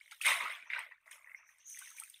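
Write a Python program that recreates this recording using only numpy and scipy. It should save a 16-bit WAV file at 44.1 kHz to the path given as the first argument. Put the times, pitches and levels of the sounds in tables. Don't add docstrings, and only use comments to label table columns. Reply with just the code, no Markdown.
import sys
import numpy as np
from scipy import signal
from scipy.io import wavfile

SR = 44100
rng = np.random.default_rng(int(sys.argv[2]) if len(sys.argv) > 2 else 0)


def bounce(signal):
    frames = np.transpose(np.atleast_2d(signal))
    limited = np.clip(frames, -1, 1)
    pcm = np.round(limited * 32767).astype(np.int16)
    wavfile.write(sys.argv[1], SR, pcm)


N = 97020


def amp(db):
    return 10 ** (np.asarray(db) / 20)


def unit(x):
    return x / np.sqrt(np.mean(x ** 2) + 1e-20)


def add(mix, start_s, sound):
    part = mix[max(round(start_s * SR), 0):][:len(sound)]
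    part += sound[:len(part)]


def colour(x, tone, size=4096):
    hz, db = np.transpose(tone)
    log_hz = np.log(abs(np.fft.fftfreq(size, 1 / SR)) + 1)
    log_gain = np.log(amp(np.interp(log_hz, np.log(hz), db)))
    response = np.exp(np.conj(signal.hilbert(log_gain)))
    taps = np.fft.ifft(response).real[:size // 2]
    return signal.fftconvolve(x, taps)[:len(x)]


def evened(x, smooth_s=0.022):
    window = np.hanning(int(2 * smooth_s * SR))
    power = abs(signal.fftconvolve(x ** 2, window / window.sum(), "same"))
    return x / np.sqrt(power + 0.03 * np.median(power) + 1e-12)


def grains(level, per_s, spread_db, reference_db=-57.5):
    chance, size = rng.random(N), rng.exponential(1, N)
    rate = per_s * (level / amp(reference_db)) ** 0.32
    return (chance < rate / SR) * amp(spread_db * np.minimum(size, 4))


def crackle(level, tone, per_s, spread_db):
    clicks = grains(level, per_s, spread_db) * rng.choice([-1, 1], N)
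    return evened(colour(clicks, tone))


def bubble(hz, cycles, onset_cycles, glide):
    turns = np.arange(int(8 * cycles * SR / hz)) * hz / SR
    shape = (1 - np.exp(-(turns / onset_cycles) ** 2)) * np.exp(-turns / cycles)
    bend = 1 + glide * (turns / cycles / 2 - 0.5)
    return shape / shape.max() * np.sin(2 * np.pi * turns * bend)


def swarm(level, tone, range_hz, per_s, spread_db, cycles, kinds=128):
    strengths = grains(level, per_s, spread_db)
    kind = rng.integers(0, kinds, N)
    pitches = np.geomspace(*range_hz, kinds) * rng.uniform(0.98, 1.02, kinds)
    ring_cycles = cycles * np.exp(0.18 * rng.standard_normal(kinds))
    rings = [bubble(hz, c, onset_cycles=0.63, glide=0.019) for hz, c in zip(pitches, ring_cycles)]
    out = np.zeros(N)
    for i in np.flatnonzero(strengths):
        add(out, i / SR, strengths[i] * rings[kind[i]])
    return level * evened(colour(out, tone))


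def air():
    # pitch in Hz, boost or cut in dB.
    tone = [(25, 1), (90, 0.5), (170, -9), (400, -15), (1000, -12.5), (2100, 5.5), (4500, -18.5),
            (9000, -13), (15500, -24.5)]
    return amp(-84.5) * unit(colour(rng.standard_normal(N), tone))


def echoes(x, fade_s=0.082, change_s=0.06, size=8192, count=3):
    t, out = np.arange(size) / SR, np.zeros(N)
    for k in range(count):
        bounces = rng.standard_normal(size) * (rng.random(size) < 2000 / SR)
        bounces *= amp(-60 * t / fade_s)
        share = np.sqrt(2 / count) * np.cos(np.pi * (np.arange(N) / SR / change_s + k / count))
        out += signal.fftconvolve(x * share, bounces / np.linalg.norm(bounces))[:N]
    return out


def fizz():
    # time in seconds, level in dB.
    loudness = [(0, -86.5), (0.151, -70), (.55, -69), (.67, -107), (.74, -82), (.84, -72.5), (0.981, -100),
                (1.069, -80.5), (1.22, -83), (1.35, -73), (1.439, -101), (1.48, -75.5), (1.63, -93),
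                (1.701, -72), (2.051, -65), (2.2, -78.5)]
    # pitch in Hz, boost or cut in dB.
    tone = [(3000, -38), (6500, -19.5), (7600, -9.5), (8600, 1), (10000, -6), (12000, -3), (14300, -1.5),
            (15500, -4.5)]
    times, db = np.transpose(loudness)
    level = amp(np.interp(np.arange(N) / SR, times, db))
    return level * crackle(np.ones(N), tone, per_s=560, spread_db=5.5)


def churn():
    # start in seconds, length in seconds, level in dB.
    swells = [(.25, 0.17, -69), (0.396, 0.076, -59.5), (0.478, 0.078, -75.5), (0.619, .025, -75.5),
              (0.706, 0.033, -79.5)]
    # pitch in Hz, boost or cut in dB.
    tone = [(25, -20.5), (80, -14.5), (150, -18.5), (240, -12), (340, -8), (450, -5.5), (600, -2),
            (1200, -27)]
    t, level = np.arange(N) / SR, np.zeros(N)
    for start, length, db in swells:
        progress = np.clip((t - start) / length, 0, 1)
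        level += amp(db) * abs(np.sin(np.pi * progress))
    return level * crackle(np.ones(N), tone, per_s=83, spread_db=1)


def hiss(width_hz=650):
    # time in seconds, middle pitch in Hz, level in dB.
    path = [(.63, 6200, -100), (.685, 5920, -69.5), (0.721, 6220, -100), (1.345, 5820, -105),
            (1.367, 5780, -67), (1.431, 5930, -81.5), (1.489, 6050, -68.5), (1.575, 6080, -95.5),
            (1.60, 6000, -68), (1.64, 6200, -73.5), (1.663, 6397, -56), (1.71, 6240, -52),
            (1.801, 6220, -60.5), (1.991, 6170, -64.5), (2.079, 6250, -94)]
    times, hz, db = np.transpose(path)
    t = np.arange(N) / SR
    low_pass = signal.butter(3, width_hz / 2, fs=SR, output="sos")
    noise = signal.sosfilt(low_pass, rng.standard_normal((2, N)))
    phase = 2 * np.pi * np.cumsum(np.interp(t, times, hz)) / SR
    band = noise[0] * np.cos(phase) + noise[1] * np.sin(phase)
    return amp(np.interp(t, times, db)) * unit(band)


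def surge_levels():
    # start, rise and hold in seconds, fade in dB a second,
    # then levels in dB for big bubbles, small bubbles, fine bubbles and spray.
    # The net hits at 0.24 s, the hollow closes at 0.4 s, a second push comes at 0.72 s,
    # the net swishes at 1.25 s and lifts clear at 1.65 s.
    surges = [ (.0, 0.0024, 0.28, 206, -87.5, -75.5, -72, -75),
              (0.109, 0.002, 0.0027, 369, -79, -55.5, -56, -58),
              (0.21, 0.0056, 0.0094, 306, -82, -50.5, -46, -49),
              (0.239, 0.021, 0.034, 141.5, -36.5, -30.5, -36, -39.5),
              (0.398, 0.0034, 0.071, 194, -46, -43.5, -52.5, -66),
              (0.494, 0.0035, 0.017, 134.5, -69, -45.5, -54, -63.5),
              (0.644, 0.016, 0.016, 312, -64, -61, -87.5, -100),
              (0.693, 0.012, 0.0067, 214, -62.5, -43.5, -57, -72),
              (0.716, 0.022, 0.06, 206.5, -54.5, -43.5, -55, -70.5),
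              (0.91, 0.0024, 0.0015, 404, -67, -55, -74.5, -84.5),
              (0.993, 0.014, 0.044, 164, -84.5, -78.5, -95.5, -108.5),
              (1.056, 0.0037, .11, 70.5, -70, -65.5, -83, -75),
              (1.109, 0.0031, 0.0089, 263, -93, -56.5, -65, -56.5),
              (1.245, 0.014, 0.061, 157, -74.5, -64, -115, -83),
              (1.362, 0.018, 0.02, 121.5, -75, -62.5, -88, -117.5),
              (1.486, .005, 0.011, 70.5, -79.5, -70, -81.5, -77),
              (1.577, 0.027, 0.026, 102.5, -95.5, -83, -76, -83.5),
              (1.653, 0.054, 0.029, 110, -102.5, -74, -73, -57.5),
              (1.740, 0.033, 0.11, 129.5, -78.5, -62.5, -64.5, -60),
              (1.96, 0.0073, 0.028, 85.5, -83, -64, -67.5, -58),
              (2.129, 0.0027, 0.025, 197, -100, -79, -66, -69)]
    t, levels = np.arange(N) / SR, np.zeros((4, N))
    slowness = np.array([1.88, 1, 1, 1])[:, None]
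    for start, rise, hold, fade, *dbs in surges:
        swell = np.clip((t - start) / (rise * slowness), 0, 1) ** slowness
        shape = swell * amp(-fade * np.maximum(t - start - rise - hold, 0))
        levels += (amp(dbs)[:, None] * shape) ** 2
    return np.sqrt(levels)


def spray(level):
    # pitch in Hz, boost or cut in dB.
    tone = [(300, -40.5), (1500, -20.5), (3700, -9), (4600, -21.5), (6100, -7.5), (7300, -10.5),
            (7900, -10.5), (8450, 2), (9100, -1), (9800, -2), (10800, -6), (12000, -11.5), (14000, -8),
            (15500, -9.5)]
    ticks = level * crackle(level, tone, per_s=1700, spread_db=0.5)
    rings = swarm(level, tone, (4940, 14370), per_s=1100, spread_db=1.5, cycles=15)
    return amp(-4.5) * ticks + rings


def splats(rise_s=0.001, decay_s=0.002, size=1024):
    # start in seconds, peak level in dB.
    landings = [(0.221, -32), (0.263, -21), (0.343, -51), (.521, -44.5), (.791, -36.5), (1.012, -71),
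                (1.583, -55), (1.697, -41), (1.789, -33), (1.903, -43), (1.9979, -31.5), (2.036, -37.5),
                (2.098, -41.5)]
    # pitch in Hz, boost or cut in dB.
    tone = [(500, -39), (2500, -20.5), (4000, -15.5), (6200, -8), (7400, -26.5), (8600, 12.5), (9600, -0.5),
            (11000, -10), (15500, -8)]
    t, out = np.arange(size) / SR, np.zeros(N)
    shape = (1 - np.exp(-(t / rise_s) ** 2)) * np.exp(-t / decay_s)
    for start, db in landings:
        crack = colour(rng.standard_normal(size) * shape, tone)
        add(out, start, amp(db) * crack / abs(crack).max())
    return out


def bubbling(big, small, fine):
    # pitch in Hz, boost or cut in dB.
    big_tone = [(60, -38.5), (180, -39), (260, -24), (400, -14.5), (500, -15.5), (610, -4), (780, -5),
                (950, 5.5), (1160, 10), (1450, 7), (2200, -13), (4000, -42)]
    small_tone = [(300, -41.5), (900, -10), (1400, -9), (1700, -6.5), (2000, 3), (2300, 3.5), (2600, -2),
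                  (2850, -8), (3200, -18.5), (4400, -28), (9000, -50.5)]
    fine_tone = [(500, -38.5), (2000, -11), (2800, -3), (3700, -2), (4400, -13), (5500, -12.5), (9000, -31)]
    return (swarm(big, big_tone, (473.6, 1483), per_s=1100, spread_db=4.5, cycles=2.9)
            + swarm(small, small_tone, (1388, 2840), per_s=1100, spread_db=3.5, cycles=5)
            + swarm(fine, fine_tone, (2627, 5420), per_s=920, spread_db=3, cycles=7.2))


def plops(low_cut_hz=500):
    # start in seconds, peak in dB before the bass is cut, pitch in Hz.
    loud_bubbles = [(0.011, -45.5, 2164), (.059, -50, 2080), (0.078, -48.5, 2090), (.115, -58.5, 863),
                    (.118, -42.5, 2175), (0.123, -48.5, 1345), (0.206, -52.5, 1260), (.213, -29, 2510),
                    (.237, -30, 2460), (.254, -26.5, 2000), (.275, -22.5, 2226), (.284, -25, 1984),
                    (0.295, -31, 1196), (.304, -53, 2390), (.316, -19.5, 1940), (.339, -25.5, 2430),
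                    (.408, -27.5, 2024), (.409, -35.5, 1060), (.456, -36, 1205), (0.551, -40, 3300),
                    (.625, -42.5, 2360), (0.702, -30.5, 2034), (.733, -25.5, 1980), (0.735, -28.5, 2610),
                    (0.762, -31, 1490), (.781, -40, 954), (.782, -59, 2100), (.789, -31, 2014),
                    (0.92, -42, 1890), (0.98, -61.5, 1747), (1.064, -66.5, 616), (1.077, -48, 1920),
                    (1.129, -47.5, 3040), (1.150, -68, 580), (1.18, -59.5, 1226), (1.244, -48.5, 2140),
                    (1.272, -45.5, 1890), (1.295, -46, 2080), (1.316, -45.5, 2040), (1.346, -37.5, 2058),
                    (1.431, -61, 1204), (1.490, -52.5, 1840), (1.612, -65, 2700), (1.746, -45, 2210),
                    (1.772, -45, 1897), (1.814, -52, 1124), (1.821, -47, 1496), (1.840, -64, 3040),
                    (1.858, -47.5, 2080), (1.873, -45.5, 1890), (1.913, -58, 1250), (1.945, -63, 980),
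                    (1.984, -41.5, 2266), (2.008, -60, 855), (2.02, -50.5, 1267), (2.035, -42.5, 2446),
                    (2.076, -59.5, 1645), (2.143, -46, 3410), (2.161, -51, 2650)]
    out = np.zeros(N)
    for start, db, hz in loud_bubbles:
        add(out, start, amp(db) * bubble(hz, cycles=5, onset_cycles=1.8, glide=0.03))
    return signal.sosfilt(signal.butter(2, low_cut_hz, "high", fs=SR, output="sos"), out)


def scene():
    big, small, fine, drops = surge_levels()
    water = bubbling(big, small, fine) + spray(drops) + churn() + plops() + splats() + hiss() + fizz()
    return (water + amp(-7) * echoes(water) + air())[None]


def record(dry):
    low_pass = signal.firwin(511, 15600, window=("kaiser", 9), fs=SR)
    return signal.oaconvolve(dry, low_pass[None], "same")


dry = scene()
out = record(dry)
bounce(out)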